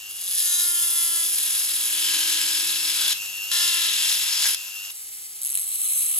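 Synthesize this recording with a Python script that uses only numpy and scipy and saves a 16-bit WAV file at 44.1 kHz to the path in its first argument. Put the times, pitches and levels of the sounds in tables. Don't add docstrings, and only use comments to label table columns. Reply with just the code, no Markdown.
import sys
import numpy as np
from scipy import signal
from scipy.fft import rfft, irfft, next_fast_len
from scipy.io import wavfile

SR = 44100
rng = np.random.default_rng(int(sys.argv[2]) if len(sys.argv) > 2 else 0)


def dump(signal):
    limited = np.clip(np.atleast_2d(signal).T, -1, 1)
    pcm = np.round(limited * 32767).astype(np.int16)
    wavfile.write(sys.argv[1], SR, pcm)


N = 272963
TIME = np.arange(N) / SR
CHANGE_S = 4.91

# start t/s, end t/s, least unsteadiness (0-1)
CONTACTS = [(0.09, 3.132, 0.11), (3.514, 4.552, 0.56)]
# t/s, bite level/dB, chip level/dB, hum level/dB (all relative)
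PRESSURE = [
    [(0.1, -62, -41, -71), (0.19, -43.5, -36.5, -82), (0.38, -32, -25.5, -69), (0.7, -36, -24, -59),
     (1.31, -35.5, -27, -60.5), (1.45, -31.5, -28, -64), (1.85, -32.5, -29, -60.5), (2.15, -24.5, -29, -52),
     (2.75, -28.5, -31, -55.5), (3.09, -25.5, -29, -60), (3.11, -24, -30.5, -61)],
    [(3.525, -24, -29, -65), (3.621, -24.5, -27.5, -59.5), (3.909, -28.5, -32, -61),
     (4.125, -25, -27.5, -70), (4.159, -27, -29, -64), (4.345, -26.5, -32, -66), (4.457, -24.5, -29.5, -62),
     (4.481, -25.5, -25.5, -66), (4.54, -29.5, -31, -61)],
]
# t/s, extra force/dB
EDGE_CATCHES = [(0.404, 5), (3.081, 6), (3.122, -1), (3.517, 3.5), (4.457, 6), (4.547, 8.5)]
# f/Hz, relative level/dB
BITE_SPECTRUM = [(200, -50), (520, -50), (820, -31), (1200, -19), (1700, -10), (2150, -11.5), (2700, -4),
                 (3450, 0.5), (4400, 0), (5100, -0.5), (6000, -5), (7700, -3)]
CHIP_SPECTRUM = [(5000, -32), (6400, -9), (7800, -12), (8400, -4), (9100, -6), (9500, 4), (10150, -4.5),
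                 (10950, 1.5), (11500, -4.5), (12200, -4), (12800, -12.5), (14000, -14.5), (15600, -19)]
def burr(turns, speed, bounce_hz=43.06, bounce_rad=0.52):
    seated, unsteady = ride(speed)
    bounce_phase = 2 * np.pi * np.cumsum(bounce_hz + 0.9 * wander(4.22)) / SR
    bounce = bounce_rad * unsteady * np.sin(bounce_phase)
    angle = 2 * np.pi * turns + bounce + 0.054 * wander(100)
    caught_db = sum(db * swell(s, 0.0013) for s, db in EDGE_CATCHES)
    force = amp(0.6 * wander(170) + 0.88 * wander(24) + 2 * bounce + caught_db)
    force *= 1 + 0.4 * (1 - seated) * np.cos(angle / 2)
    bunching = blend(1.4, blend(0.9, 0.62, unsteady), seated)
    spray = np.exp(bunching * np.cos(angle - .5)) / np.sqrt(np.i0(2 * bunching))
    strike = unit(sum(np.cos(k * angle) for k in range(5, 27)))
    clean_share = blend(0.58, 0.21, unsteady)
    drive = force * blend(spray * grit(14000, 2.3), strike, clean_share)
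    bite = colour(drive, BITE_SPECTRUM)
    cutting = amp(-1.8) * bite + amp(-4.5) * head_ringing(drive) + knock(angle, force, seated, unsteady)
    squealing = squeals(drive + 1.2 * force * strike)
    chips = amp(3.5) * colour(force * spray ** 0.22 * grit(16000, 2.5), CHIP_SPECTRUM)
    hum = unit(np.cos(angle) * amp(3.1 * wander(190)))
    out = np.zeros(N)
    for (start, end, _), pressure in zip(CONTACTS, PRESSURE):
        bite_db, chips_db, hum_db = curves(pressure)
        sound = amp(bite_db) * cutting + amp(chips_db) * chips + amp(hum_db) * hum
        out += during(start, end) * (sound + squealing)
    return out


def ride(speed, seat_s=0.36, bounce_below_hz=336.3):
    seated = .5 + .5 * np.tanh((TIME - seat_s) / 0.13)
    bogged = .5 + .5 * np.tanh((bounce_below_hz - speed) / 0.86)
    least = sum(share * during(start, end) for start, end, share in CONTACTS)
    unsteady = np.clip(1 - seated * (1 - bogged) * (1 - least), 0, 1)
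    return seated, unsteady


# f/Hz, bandwidth/Hz, relative level/dB
HEAD_MODES = [(1420, 53, -10), (1770, 43, -16), (2360, 57, -23), (3160, 98, 0), (3478, 144, 3),
              (3890, 200, -0.5), (5086, 520, 1), (6370, 230, -1.5), (7560, 560, 2)]
def head_ringing(drive):
    return unit(sum(amp(db + 3.5 * wander(4)) * ring(drive, hz, width) for hz, width, db in HEAD_MODES))


# order, relative level/dB riding smoothly, relative level/dB bouncing
KNOCK_HARMONICS = [(2, -15, -16), (3, -5, -3), (4, 6.5, -2.5), (5, 5.5, 5.5), (6, 5, 3.5), (7, -40, 7)]
def knock(angle, force, seated, unsteady):
    shaking = sum(amp(blend(smooth_db, bouncing_db, unsteady)) * np.cos(round(k) * angle)
                  for k, smooth_db, bouncing_db in KNOCK_HARMONICS)
    return unit(force * shaking) * amp(-15 + 8.5 * (1 - unsteady) - 30 * (1 - seated))


# centre t/s, half-length/s, f/Hz, bandwidth/Hz, level/dB
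SQUEALS = [(0.533, 0.072, 6300, 500, -31), (0.572, 0.08, 3920, 110, -40.5),
           (0.766, 0.055, 3180, 110, -42.5), (0.944, 0.74, 4920, 209, -45), (1.14, 0.076, 3380, 100, -45.5),
           (2.206, 0.26, 3140, 128, -33), (2.35, 0.39, 1693, 89, -46.5), (3.054, 0.067, 1360, 160, -41.5),
           (3.595, 0.062, 1360, 400, -38), (3.995, 0.33, 3450, 800, -33.5), (4.46, 0.012, 1720, 1200, -28)]
def squeals(drive):
    return sum(amp(db) * swell(s, half_s) * unit(ring(drive, hz, width))
               for s, half_s, hz, width, db in SQUEALS)


# t/s, relative level/dB
GRIND_PRESSURE = [(5.61, -27), (5.624, -36), (5.756, -30), (5.766, -39), (5.818, -27), (6.03, -25.5),
                  (6.19, -26)]
# f/Hz, relative level/dB
SCRATCH_SPECTRUM = [(600, -48), (1600, -34), (2200, -20), (3000, -13), (3800, -18), (4700, -30),
                    (5700, -38), (7600, -23), (8500, 8), (9500, 3.5), (10600, 3.5), (12000, -8),
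                    (13300, -13), (15600, -12)]
# f/Hz, bandwidth/Hz, relative level/dB
CLAW_MODES = [(1244, 36, -18.5), (4150, 145, -7), (4960, 160, -17), (6320, 45, -1), (8200, 210, 7),
              (8350, 150, 0.5), (11230, 580, 5), (14000, 300, -3)]
def stone(turns, skip_start_s=5.424):
    grind_start_s = GRIND_PRESSURE[0][0]
    flutter = amp(2.2 * np.cos(2 * np.pi * turns) + 2.26 * wander(230) - 0.5)
    grind = during(grind_start_s, np.inf) * flutter * amp(curves(GRIND_PRESSURE)[0])
    skips = amp(-10) * skipping(skip_start_s, grind_start_s)
    push = np.hypot(grind, skips)
    scratch = colour(grit(15000, 2.3), SCRATCH_SPECTRUM)
    rasp = unit(signal.sosfilt(signal.butter(4, 5000, fs=SR, output="sos"), scratch))
    drive = np.sqrt(push) * rng.standard_normal(N)
    ringing = sum(amp(db) * ring(drive * amp(2 * wander(4.7)), hz, width) for hz, width, db in CLAW_MODES)
    ringing = unit(ringing) * np.sqrt(np.mean(TIME > skip_start_s))
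    return amp(1) * push * scratch + amp(-27) * ringing + amp(-19) * (grind + skips) * rasp


# t/s, relative level/dB
STONE_TICKS = [(5.4175, -12), (5.4574, -21), (5.5183, -20), (5.5541, -7), (5.575, -4.5)]
def skipping(start_s, end_s, skips_per_s=150, half_s=0.00089):
    gap, size = rng.standard_normal((48, 2)).T
    gaps = np.exp(0.24 * gap) / skips_per_s
    times = start_s + np.cumsum(gaps) - gaps[0]
    touches = [(s, db) for s, db in zip(times, -14.5 + 1.5 * size) if s < end_s]
    return np.sqrt(sum((amp(db) * swell(s, half_s)) ** 2 for s, db in touches + list(STONE_TICKS)))


# t/s, f/Hz
BURR_SPEED = [(0, 356), (0.28, 361.5), (0.6, 354.5), (0.9, 343.5), (1.3, 335.5), (1.8, 327.7), (2.4, 325.3),
              (3.0, 323), (3.12, 325.5), (3.3, 339), (3.53, 350), (3.8, 341.3), (4.12, 327), (4.52, 326),
              (4.7, 340), (4.9, 350)]
STONE_SPEED = [(4.91, 420.0), (5.4, 426.75), (5.85, 415), (6.19, 397.5)]
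def shaft_speed():
    return np.where(TIME < CHANGE_S, curves(BURR_SPEED)[0], curves(STONE_SPEED)[0])


# t/s, air level/dB, whine level/dB
MOTOR_LEVELS = [(0, -38, -44), (0.9, -34, -60), (2.0, -32, -40), (3.4, -33, -37), (4.2, -30.5, -37),
                (4.6, -35, -41.5)]
# f/Hz, relative level/dB
BURR_AIR = [(150, -20), (450, -24.5), (1000, -14), (1400, -7.5), (2300, -6), (3200, 1), (4300, -1),
            (5200, 1.8), (6300, 2.5), (9000, 2.5), (10800, 0.5), (11900, 8), (14000, -11), (15600, -4.5)]
STONE_AIR = [(150, -32), (600, -35), (1100, -27.5), (1800, -17.5), (2150, -14.5), (3100, -15), (5600, -11),
             (7000, -9.5), (7800, -4), (8200, -2), (10800, -3.5), (12200, -5), (14000, -12), (15600, -16)]
# order, level/dB with the burr, level/dB with the stone
SHAFT_HARMONICS = [(1, -87, -74), (2, -70, -73), (3, -68.5, -73), (4, -70.5, -72), (5, -80, -65.5),
                   (7, -70, -66)]
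def motor(turns, with_stone, ripple_hz=100, housing_hz=2765):
    angle = 2 * np.pi * turns
    air_db, whine_db = curves(MOTOR_LEVELS)
    rattle = grit(12000, 2.15) * amp(0.39 * np.cos(angle) + wander(29))
    air = blend(amp(air_db) * colour(rattle, BURR_AIR), amp(-36) * colour(rattle, STONE_AIR), with_stone)
    shaft = sum(amp(blend(burr_db, stone_db, with_stone))
                * unit(np.cos(round(k) * angle + 0.22 * wander(25)))
                for k, burr_db, stone_db in SHAFT_HARMONICS)
    current = np.exp(2.3 * np.cos(2 * np.pi * ripple_hz * TIME))
    slots = np.cos(8 * angle) + 0.5 * rng.standard_normal(N)
    whine = unit(ring(current * slots, housing_hz, width_hz=210))
    return air + shaft + amp(whine_db) * (1 - with_stone) * whine


# t/s, level/dB
RUMBLE_LEVEL = [(0, -68), (0.5, -64.5), (2.2, -64), (3.9, -65), (4.6, -75.5), (6.19, -70)]
# f/Hz, relative level/dB
RUMBLE_SPECTRUM = [(25, -11), (50, -2), (100, 0), (200, -4), (400, -5.5), (1500, -15.5), (8000, -27)]
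def workshop(hum_hz=60, hum_db=-74.5):
    rumble = amp(curves(RUMBLE_LEVEL)[0]) * colour(rng.standard_normal(N), RUMBLE_SPECTRUM)
    return rumble + amp(hum_db) * unit(np.sin(2 * np.pi * hum_hz * TIME))


# f/Hz, left phase lead/rad, left minus right level/dB
BURR_PORTS = [(480, 0, -3), (1040, 0.5, 0), (1600, 0.9, 2), (2210, 1.5, 2), (3380, 0.9, 4),
              (5560, 1.12, 4.5), (6510, 0.84, 1.1), (8900, -3, 0), (15000, -12, 0), (16200, -7, 0)]
STONE_PORTS = [(1180, 0, 0), (1620, 4, 0.13), (2250, 4.5, 1), (3720, 6, 1), (5140, 8.5, 1), (5850, 8.5, 1),
               (6500, 7, 0.67), (9080, 3, 0), (14950, -5.5, 0), (16200, -4, 0)]
# f/Hz, direct share of the power (0-1)
COHERENCE = [(100, .995), (900, .97), (2000, .8), (5800, .76), (7000, .95), (9000, .98), (12500, .94),
             (13300, .98), (15500, .92)]
# f/Hz, side minus mid level/dB
BASS_WIDTH = [(60, 2), (160, 9), (240, 0), (340, 9), (480, 5), (650, -1), (950, -6), (1400, -47)]
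def microphones(x, ports, room_t60_s=.24, bass_flip_hz=480):
    size = next_fast_len(N + SR // 2)
    hz = np.fft.rfftfreq(size, 1 / SR)
    lead, balance_db = curves(ports, hz)
    alike = curves(COHERENCE, hz)[0]
    t = TIME[:SR // 4]
    taps = rng.standard_normal((2, len(t))) * amp(-60 * t / room_t60_s) * (t > .001)
    scatter = rfft(taps / np.linalg.norm(taps, axis=1, keepdims=True), size)
    side = np.array([[.5], [-.5]])
    direct = np.sqrt(alike) * np.exp(1j * side * lead)
    paths = (direct + np.sqrt(1 - alike) * scatter) * amp(side * balance_db)
    opposed = 2j * side * np.tanh((hz - bass_flip_hz) / 20) * amp(curves(BASS_WIDTH, hz)[0])
    return irfft(rfft(x, size) * (paths + opposed), size)[:, :N]


def amp(db):
    return 10 ** (np.asarray(db) / 20)


def unit(x):
    return x / np.sqrt(np.mean(x ** 2) + 1e-20)


def blend(a, b, share):
    return a + (b - a) * share


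def curves(rows, at=TIME):
    points, *columns = np.transpose(rows)
    return [np.interp(at, points, c) for c in columns]


def during(start, end, fade_s=0.0035):
    return np.clip((TIME - start) / fade_s + .5, 0, 1) * np.clip((end - TIME) / fade_s + .5, 0, 1)


def swell(s, half_s):
    return np.exp(-np.minimum(((TIME - s) / half_s) ** 2, 20))


def wander(rate_hz):
    coarse = TIME[::32]
    hz = np.fft.rfftfreq(len(coarse), coarse[1])
    slow = irfft(rfft(rng.standard_normal(len(coarse))) / (1 + (hz / rate_hz) ** 4), len(coarse))
    return unit(np.interp(TIME, coarse, slow))


def grit(per_s, spread_db):
    size = amp(spread_db * np.minimum(rng.exponential(1, N), 4))
    return unit(size * rng.choice([-1., 1.], N) * (rng.random(N) < per_s / SR))


def ring(x, hz, width_hz):
    return signal.lfilter(*signal.iirpeak(hz, hz / width_hz, fs=SR), x)


def colour(x, spectrum):
    hz, db = np.transpose(spectrum)
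    grid = np.fft.rfftfreq(4096, 1 / SR) + 1
    octaves_beyond = np.maximum(np.log2(hz[0] / grid), 0) + np.maximum(np.log2(grid / hz[-1]), 0)
    gain = amp(np.maximum(np.interp(np.log(grid), np.log(hz), db) - 36 * octaves_beyond, -90))
    log_gain = np.log(np.r_[gain, gain[-2:0:-1]])
    taps = np.fft.ifft(np.exp(np.conj(signal.hilbert(log_gain)))).real
    return unit(signal.oaconvolve(x, taps)[:N])


def scene():
    with_stone = during(CHANGE_S, np.inf)
    speed = shaft_speed()
    turns = np.cumsum(speed) / SR
    sound = burr(turns, speed) + motor(turns, with_stone) + stone(turns) + workshop()
    return blend(microphones(sound, BURR_PORTS), microphones(sound, STONE_PORTS), with_stone)


def record(dry, mono_hz=1230, slide_start_s=1.31, octaves_per_s=1.1, band_limit_hz=15900):
    mid, side = (dry[0] + dry[1]) / 2, (dry[0] - dry[1]) / 2
    hz, t, spectra = signal.stft(side, SR, nperseg=1024, noverlap=768)
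    edge_hz = mono_hz / 2 ** (octaves_per_s * np.maximum(t - slide_start_s, 0) * (t < CHANGE_S))
    highpass = 1 - 1 / (1 + (hz[:, None] / edge_hz) ** 20)
    side = signal.istft(spectra * highpass, SR, nperseg=1024, noverlap=768)[1][:N]
    lowpass = signal.firwin(511, band_limit_hz, window=("kaiser", 9), fs=SR)
    return signal.oaconvolve(np.array([mid + side, mid - side]), lowpass[None], "same")


dry = scene()
out = record(dry)
dump(out)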